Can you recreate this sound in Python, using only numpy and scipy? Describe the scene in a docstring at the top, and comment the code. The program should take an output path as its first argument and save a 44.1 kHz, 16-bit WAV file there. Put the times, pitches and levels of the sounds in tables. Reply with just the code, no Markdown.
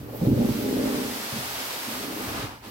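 """A workshop with a concrete floor, over which a large plastic sheet is dragged and bent.
Sliding friction on the grit makes the edge hiss, and stick-slip motion sets fixed low resonances of
room and sheet droning, while another glides as the sheet bends. Now and then the edge catches and the
sheet buckles with a thud; the whole sheet wobbles. The hall reverberates over a faint room noise."""
import sys
import numpy as np
from scipy import signal
from scipy.fft import rfft, irfft
from scipy.io import wavfile
from scipy.ndimage import uniform_filter1d

SR = 44100
rng = np.random.default_rng(int(sys.argv[2]) if len(sys.argv) > 2 else 0)


def unload_wav(signal):
    """Save mono or channel-first audio to the path in sys.argv[1] as 16-bit WAV at rate SR, clipped to [-1, 1]."""
    wavfile.write(
        sys.argv[1],
        SR,
        np.round(np.clip(np.atleast_2d(signal).T, -1, 1) * 32767).astype(np.int16),
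    )


N = 119070
TIME = np.arange(N) / SR

# Fixed low resonances of room and sheet, droning and ringing. Each row: frequency in Hz, decay time T60
# in seconds, then relative levels in dB when bumped, in the judder and in the wobble.
RESONANCES = [(42, 0.61, -34, -38, -11), (57.3, 0.14, -24.5, -36, -5), (74.6, 0.2, -16, -24, 2),
              (113.4, 0.31, -34, -30, 8.5), (123.2, 0.37, -7, -16.5, -8), (141.8, 0.6, -14.5, -11.5, -43),
              (206.4, 0.6, -8, -5.5, -27), (227.3, 0.3, 2, -5, -28), (259, 0.49, -14, -4, -21),
              (290, 0.6, -19, -5.5, -3), (402.4, .25, -5.5, -3, -33), (455.4, 0.42, -5, -8, -39),
              (533.4, 0.6, -6.5, -11, -42), (585.5, 0.45, -22, -10.5, -42), (823, 0.58, -32, -14, -37)]
# Dense ring between the resonances. Each row: frequency in Hz, relative spectral level in dB.
BODY_SPECTRUM = [(90, -23), (125, -36), (170, -14), (250, 10), (340, 8), (450, 1), (560, 3), (650, -28),
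                 (820, -32), (1200, -38), (2500, -58)]
# Main resonance of the bent sheet. Each row: time in seconds, frequency in Hz.
BEND_PITCH = [(0, 293), (.19, 269), (.215, 198), (.4, 219), (.6, 249), (.85, 255), (1.05, 247), (1.36, 227),
              (1.88, 250), (2.1, 285), (2.45, 288), (2.7, 267)]
# Strength of the judder. Each row: time in seconds, level in dB.
JUDDER_LEVEL = [(0, -42.5), (.12, -39.5), (.2, -39), (.28, -33.5), (.44, -25), (.57, -34.5), (.66, -26),
                (.76, -24.5), (.85, -24.5), (1.02, -28.5), (1.22, -41.5), (1.82, -58), (1.88, -40),
                (1.95, -39.5), (2.09, -35.5), (2.22, -36.5), (2.44, -44.5), (2.6, -70), (2.67, -43.5),
                (2.7, -44)]
# Buckling thuds. Each row: start in seconds, relative level in dB, pitch in Hz.
BUCKLES = [(.0, -32.5, 119), (.215, -18.5, 182), (.228, -18.5, 193), (0.267, -17, 128), (.27, -17.5, 245),
           (.283, -22.5, 283), (.304, -18, 127), (0.316, -16.5, 233), (0.328, -17.5, 125),
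           (0.365, -19.5, 125), (.39, -19.5, 216), (0.407, -15, 231), (0.442, -21.5, 234), (.491, -20, 241),
           (.505, -23.5, 129), (.547, -25, 224), (.587, -21.5, 248), (1.324, -32.5, 131), (1.335, -31, 230),
           (1.361, -28.5, 217), (1.38, -33, 135), (1.875, -34, 245), (2.275, -36, 75), (2.299, -32, 102),
           (2.435, -31, 106)]
# Strength of the wobble. Each row: time in seconds, level in dB.
WOBBLE_LEVEL = [(0, -40), (.08, -43.5), (.2, -41), (.23, -34), (.38, -36), (.6, -42.5), (1.1, -50),
                (1.28, -66), (1.42, -47), (1.65, -55), (1.82, -59), (2.18, -54), (2.3, -41.5),
                (2.45, -41.5), (2.55, -53), (2.7, -53)]
# Hiss (following the sliding speed), scrape and sizzle. Each row: time in seconds, relative level in dB.
HISS_LEVEL = [(0.0, -56.5), (0.07, -59.5), (0.25, -48), (0.31, -50), (0.5, -42.5), (0.77, -42.5),
              (1.04, -39), (1.65, -37.5), (2.04, -39.5), (2.09, -43), (2.42, -39), (2.62, -58.5),
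              (2.65, -47.5), (2.7, -49.5)]
SCRAPE_LEVEL = [(0, -50), (.15, -49), (.35, -48), (.55, -47), (.76, -66), (.83, -40.5), (.95, -38),
                (1.1, -49.5), (1.4, -46), (1.65, -44), (1.85, -44), (2.2, -39), (2.33, -34.5),
                (2.45, -35.5), (2.6, -54.5), (2.66, -46), (2.7, -46)]
SIZZLE_LEVEL = [(0, -56.5), (.14, -48.5), (.168, -44), (.205, -50), (.25, -46.5), (.35, -49), (.5, -44),
                (1.2, -44.5), (1.95, -44), (2.3, -46.5), (2.55, -68), (2.7, -51)]
# Treble of the hiss, duller as the sheet slows. Each row: time in seconds, gain in dB.
TREBLE_GAIN = [(0, 0.5), (.6, 0), (1.0, 1), (1.6, 0), (1.95, .5), (2.25, 1.5), (2.42, -3), (2.55, -5),
               (2.7, -3)]
# Dull rubs of the edge. Each row: start in seconds, length in seconds, level in dB.
EDGE_SCUFFS = [(0.071, 0.046, -40), (0.118, 0.061, -36.5), (0.199, 0.047, -34), (0.239, 0.051, -33),
               (0.4, 0.059, -32)]
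# Friction noises and the quiet room. Each row: frequency in Hz, relative spectral level in dB.
HISS_SPECTRUM = [(300, -2), (600, 3), (1200, 2), (2000, 1), (3300, -.5), (4800, -0.9), (7000, -6.5),
                 (8800, -6), (10200, -8), (11800, -4), (14000, -14), (16000, -12)]
SCRAPE_SPECTRUM = [(250, 0), (500, -11.5), (800, -4.5), (1200, -5.5), (1900, -14.5), (3000, -19.5),
                   (6000, -54), (12000, -30)]
SIZZLE_SPECTRUM = [(5000, -25), (8000, -13), (10300, -5.5), (11700, 3), (13000, 7.5), (16000, 6)]
SCUFF_SPECTRUM = [(330, -29), (450, 3.5), (560, 0), (660, -10), (830, -10.5), (1200, -32), (2500, -50)]
ROOM_SPECTRUM = [(36, -12), (44, 9), (100, 4), (300, -26), (1000, -18), (4000, -29), (16000, -36)]
# Likeness of left and right. Each row: frequency in Hz, correlation (limited to 0.99 in use).
COHERENCE = [(60, 2.6), (130, 1.1), (260, 0.8), (500, 0.66), (900, 0.42), (1500, 0.37), (3000, -0.18),
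             (6000, 0.02), (16000, -0.03)]
# Stereo balance. Each row: frequency in Hz, left minus right in dB.
PAN = [(60, 8), (130, -3), (280, -0.9), (1200, 0), (2500, -1.5), (4500, 0.5), (8500, 1.5), (13000, -3.5)]

HALL_T60_S, HALL_DB = .7, -8


def judder():
    """Forced vibration: the slips of the edge keep the resonances of room and sheet droning."""
    force = slips()
    modes = driven_modes(force, [mode[3] for mode in RESONANCES], contact_hz=590)
    body = from_db(-2) * unit_rms(body_ring(force))
    bend = from_db(-3.5) * steady(bend_resonance(force), seconds=.065)
    return level(JUDDER_LEVEL) * steady(modes + body + bend, seconds=.0466)


def slips(per_second=75, jitter=.4, spread_db=3.5):
    """Stick-slip friction: the edge grips and lets go in an uneven train of impulses."""
    gap, strength = rng.standard_normal((600, 2)).T
    starts = (np.cumsum(np.exp(jitter * gap)) / per_second * SR).astype(int)
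    force = np.zeros(N)
    force[starts[starts < N]] = from_db(spread_db * strength[starts < N])
    return force


def driven_modes(force, levels_db, contact_hz):
    """Modal superposition: a soft, lasting force sustains each fixed resonance and its reverberation."""
    force = signal.sosfilt(lowpass(contact_hz), force)
    total = 0
    for (hz, t60, *_), db in zip(RESONANCES, levels_db):
        mode = ring(force, hz, t60)
        total += from_db(db) * stereo(steady(mode, seconds=.27), steady(hall(mode), seconds=.15), hz)
    return unit_rms(total)


def ring(force, hz, t60):
    """A damped harmonic oscillator: a unit impulse rings at height 1."""
    decay, step = from_db(-60 / (t60 * SR)), 2 * np.pi * hz / SR
    return signal.lfilter([.5, 0, -.5], [1, -2 * decay * np.cos(step), decay * decay], force + 1e-18)


def body_ring(force, t60=.27):
    """Modal overlap: crowded resonances merge into a quickly dying noise."""
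    response = coloured(white(), BODY_SPECTRUM) * from_db(-60 * TIME / t60)
    return signal.fftconvolve(force[None], response, axes=1)[:, :N]


def bend_resonance(force, width_hz=13.7):
    """A time-varying resonator: its natural frequency glides as the sheet is bent."""
    hz = np.interp(TIME, *np.transpose(BEND_PITCH))
    phasor = np.exp(2j * np.pi * np.cumsum(hz) / SR)
    decay = np.exp(-np.pi * width_hz / SR)
    return (phasor * signal.lfilter([1], [1, -decay], force / phasor + 1e-18)).real


def bumps(rise_s=.002, thud_t60=.075, contact_hz=428, body_db=-9, modes_db=-14):
    """Impulse excitation: each buckle is a round thud whose blow also sets room and sheet ringing."""
    force, thuds = np.zeros(N), np.zeros(N)
    for start, db, hz in BUCKLES:
        age = np.maximum(TIME - start, 0)
        envelope = from_db(db - 60 * age / thud_t60) * (1 - np.exp(-age / rise_s))
        thuds += envelope * np.sin(2 * np.pi * hz * age)
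        force[int(start * SR)] += from_db(db)
    force = signal.sosfilt(lowpass(contact_hz), force + 1e-18)
    mean_hz = np.mean([hz for _, _, hz in BUCKLES])
    total = 2 * stereo(thuds, hall(thuds), mean_hz) + from_db(body_db) * body_ring(force)
    for hz, t60, db, *_ in RESONANCES:
        mode = from_db(db + modes_db) * ring(force, hz, t60)
        total += stereo(mode + from_db(HALL_DB) * hall(mode), hall(mode), hz)
    return total


def wobble():
    """Random excitation: bending shakes mainly the lowest resonances of room and sheet."""
    modes = driven_modes(rng.standard_normal(N), [mode[4] for mode in RESONANCES], contact_hz=144)
    return level(WOBBLE_LEVEL) * steady(modes, seconds=.067)


def sliding_edge(hiss_db=5, treble_hz=5800):
    """Sliding friction: the edge gives off a broad hiss, a coarse scrape and a thin sizzle."""
    rush = friction(HISS_SPECTRUM, flicker_db=.38)
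    dull = signal.sosfiltfilt(lowpass(treble_hz), rush)
    hiss = from_db(hiss_db) * level(HISS_LEVEL) * (dull + level(TREBLE_GAIN) * (rush - dull))
    scrape = level(SCRAPE_LEVEL) * friction(SCRAPE_SPECTRUM, flicker_db=-1.8)
    sizzle = level(SIZZLE_LEVEL) * friction(SIZZLE_SPECTRUM, flicker_db=1.1)
    return hiss + scrape + sizzle


def friction(spectrum, flicker_db, grains_per_s=2500, grain_db=-8):
    """Roughness noise: countless grit contacts fuse to a rush, with coarser grains standing out."""
    contacts = (rng.random((2, N)) < grains_per_s / SR) * np.sign(white())
    grains = contacts * from_db(np.minimum(rng.exponential(1, (2, N)), 4))
    rush = coloured(white() + from_db(grain_db) * unit_rms(grains), spectrum)
    return rush * from_db(flicker_db * drift(rate_hz=15))


def scuffs():
    """Transient friction: brief rubs of dull noise swell and fade in a half sine."""
    swell = sum(from_db(db) * np.sin(np.pi * np.clip((TIME - start) / length, 0, 1))
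                for start, length, db in EDGE_SCUFFS)
    return swell * steady(coloured(white(), SCUFF_SPECTRUM), seconds=.018)


def hall(sound):
    """Diffuse reverberation: an exponentially dying cloud of reflections with unit energy."""
    cloud = rng.standard_normal(N) * from_db(-60 * TIME / HALL_T60_S)
    return signal.fftconvolve(sound, cloud / np.linalg.norm(cloud))[:N]


def room_noise(db=-62.5):
    """Stationary background noise: the faint rumble of the quiet workshop."""
    return from_db(db) * coloured(white(), ROOM_SPECTRUM)


def stereo(mid, side, hz):
    """Partial coherence: two unrelated signals mix to left and right, as alike as the hall leaves them."""
    alike, pan_db = np.clip(at_hz(COHERENCE, hz), -.99, .99), at_hz(PAN, hz) / 2
    mid, side = mid * np.sqrt((1 + alike) / 2), side * np.sqrt((1 - alike) / 2)
    return np.array([(mid + side) * from_db(pan_db), (mid - side) * from_db(-pan_db)])


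def coloured(pair, spectrum, top_hz=15900):
    """Spectral shaping of two white noises into stereo noise of unit power."""
    hz = np.arange(N // 2 + 1) * SR / N
    bass_rolloff = np.minimum(hz / spectrum[0][0], 1) ** 2
    gain = from_db(at_hz(spectrum, hz)) * bass_rolloff * (hz < top_hz)
    return unit_rms(irfft(stereo(*rfft(pair), hz) * gain, N))


def white():
    """Two independent white noises."""
    return rng.standard_normal((2, N))


def drift(rate_hz, hop=40):
    """A slow random fluctuation of unit power."""
    pole = np.exp(-2 * np.pi * hop * rate_hz / SR)
    noise = rng.standard_normal(N // hop + 2002)
    slow = signal.lfilter([1], [1, -2 * pole, pole * pole], noise)[2000:]  # once the filter has settled
    return np.interp(np.arange(N) / hop, np.arange(len(slow)), unit_rms(slow))


def steady(x, seconds):
    """Division by the running RMS holds the power steady."""
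    power = uniform_filter1d(np.mean(np.atleast_2d(x) ** 2, axis=0), int(seconds * SR))
    return x / np.sqrt(np.abs(power) + 1e-12)


def lowpass(hz):
    """A second-order low-pass filter."""
    return signal.butter(2, hz, fs=SR, output="sos")


def from_db(db):
    """Decibels to amplitude ratio."""
    return 10 ** (np.asarray(db) / 20)


def unit_rms(x):
    """Normalisation to unit power."""
    return x / np.sqrt(np.mean(x ** 2) + 1e-20)


def level(rows):
    """An amplitude envelope from rows of seconds and dB."""
    return from_db(np.interp(TIME, *np.transpose(rows)))


def at_hz(rows, hz):
    """Interpolation on a log-frequency axis."""
    frequencies, values = np.transpose(rows)
    return np.interp(np.log(np.maximum(hz, 1)), np.log(frequencies), values)


def scene(radiation_hz=44.4, left_lag_s=.00021):
    """Superposition of sheet and room; the sheet lies to the right, so its sound reaches the left later."""
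    radiation = signal.butter(2, radiation_hz, "high", fs=SR, output="sos")  # slow motion radiates little
    left, right = signal.sosfilt(radiation, judder() + bumps()) + wobble() + sliding_edge() + scuffs()
    left = np.pad(left, (int(left_lag_s * SR), 0))[:N]
    return np.array([left, right]) + room_noise()


def record(dry, bass_hz=33, top_hz=15900):
    """Band limiting: the microphone drops the deepest bass, and the top is cut steeply."""
    dry = signal.sosfilt(signal.butter(4, bass_hz, "high", fs=SR, output="sos"), dry)
    return signal.sosfilt(signal.ellip(12, .1, 80, top_hz, fs=SR, output="sos"), dry)


dry = scene()
out = record(dry)
unload_wav(out)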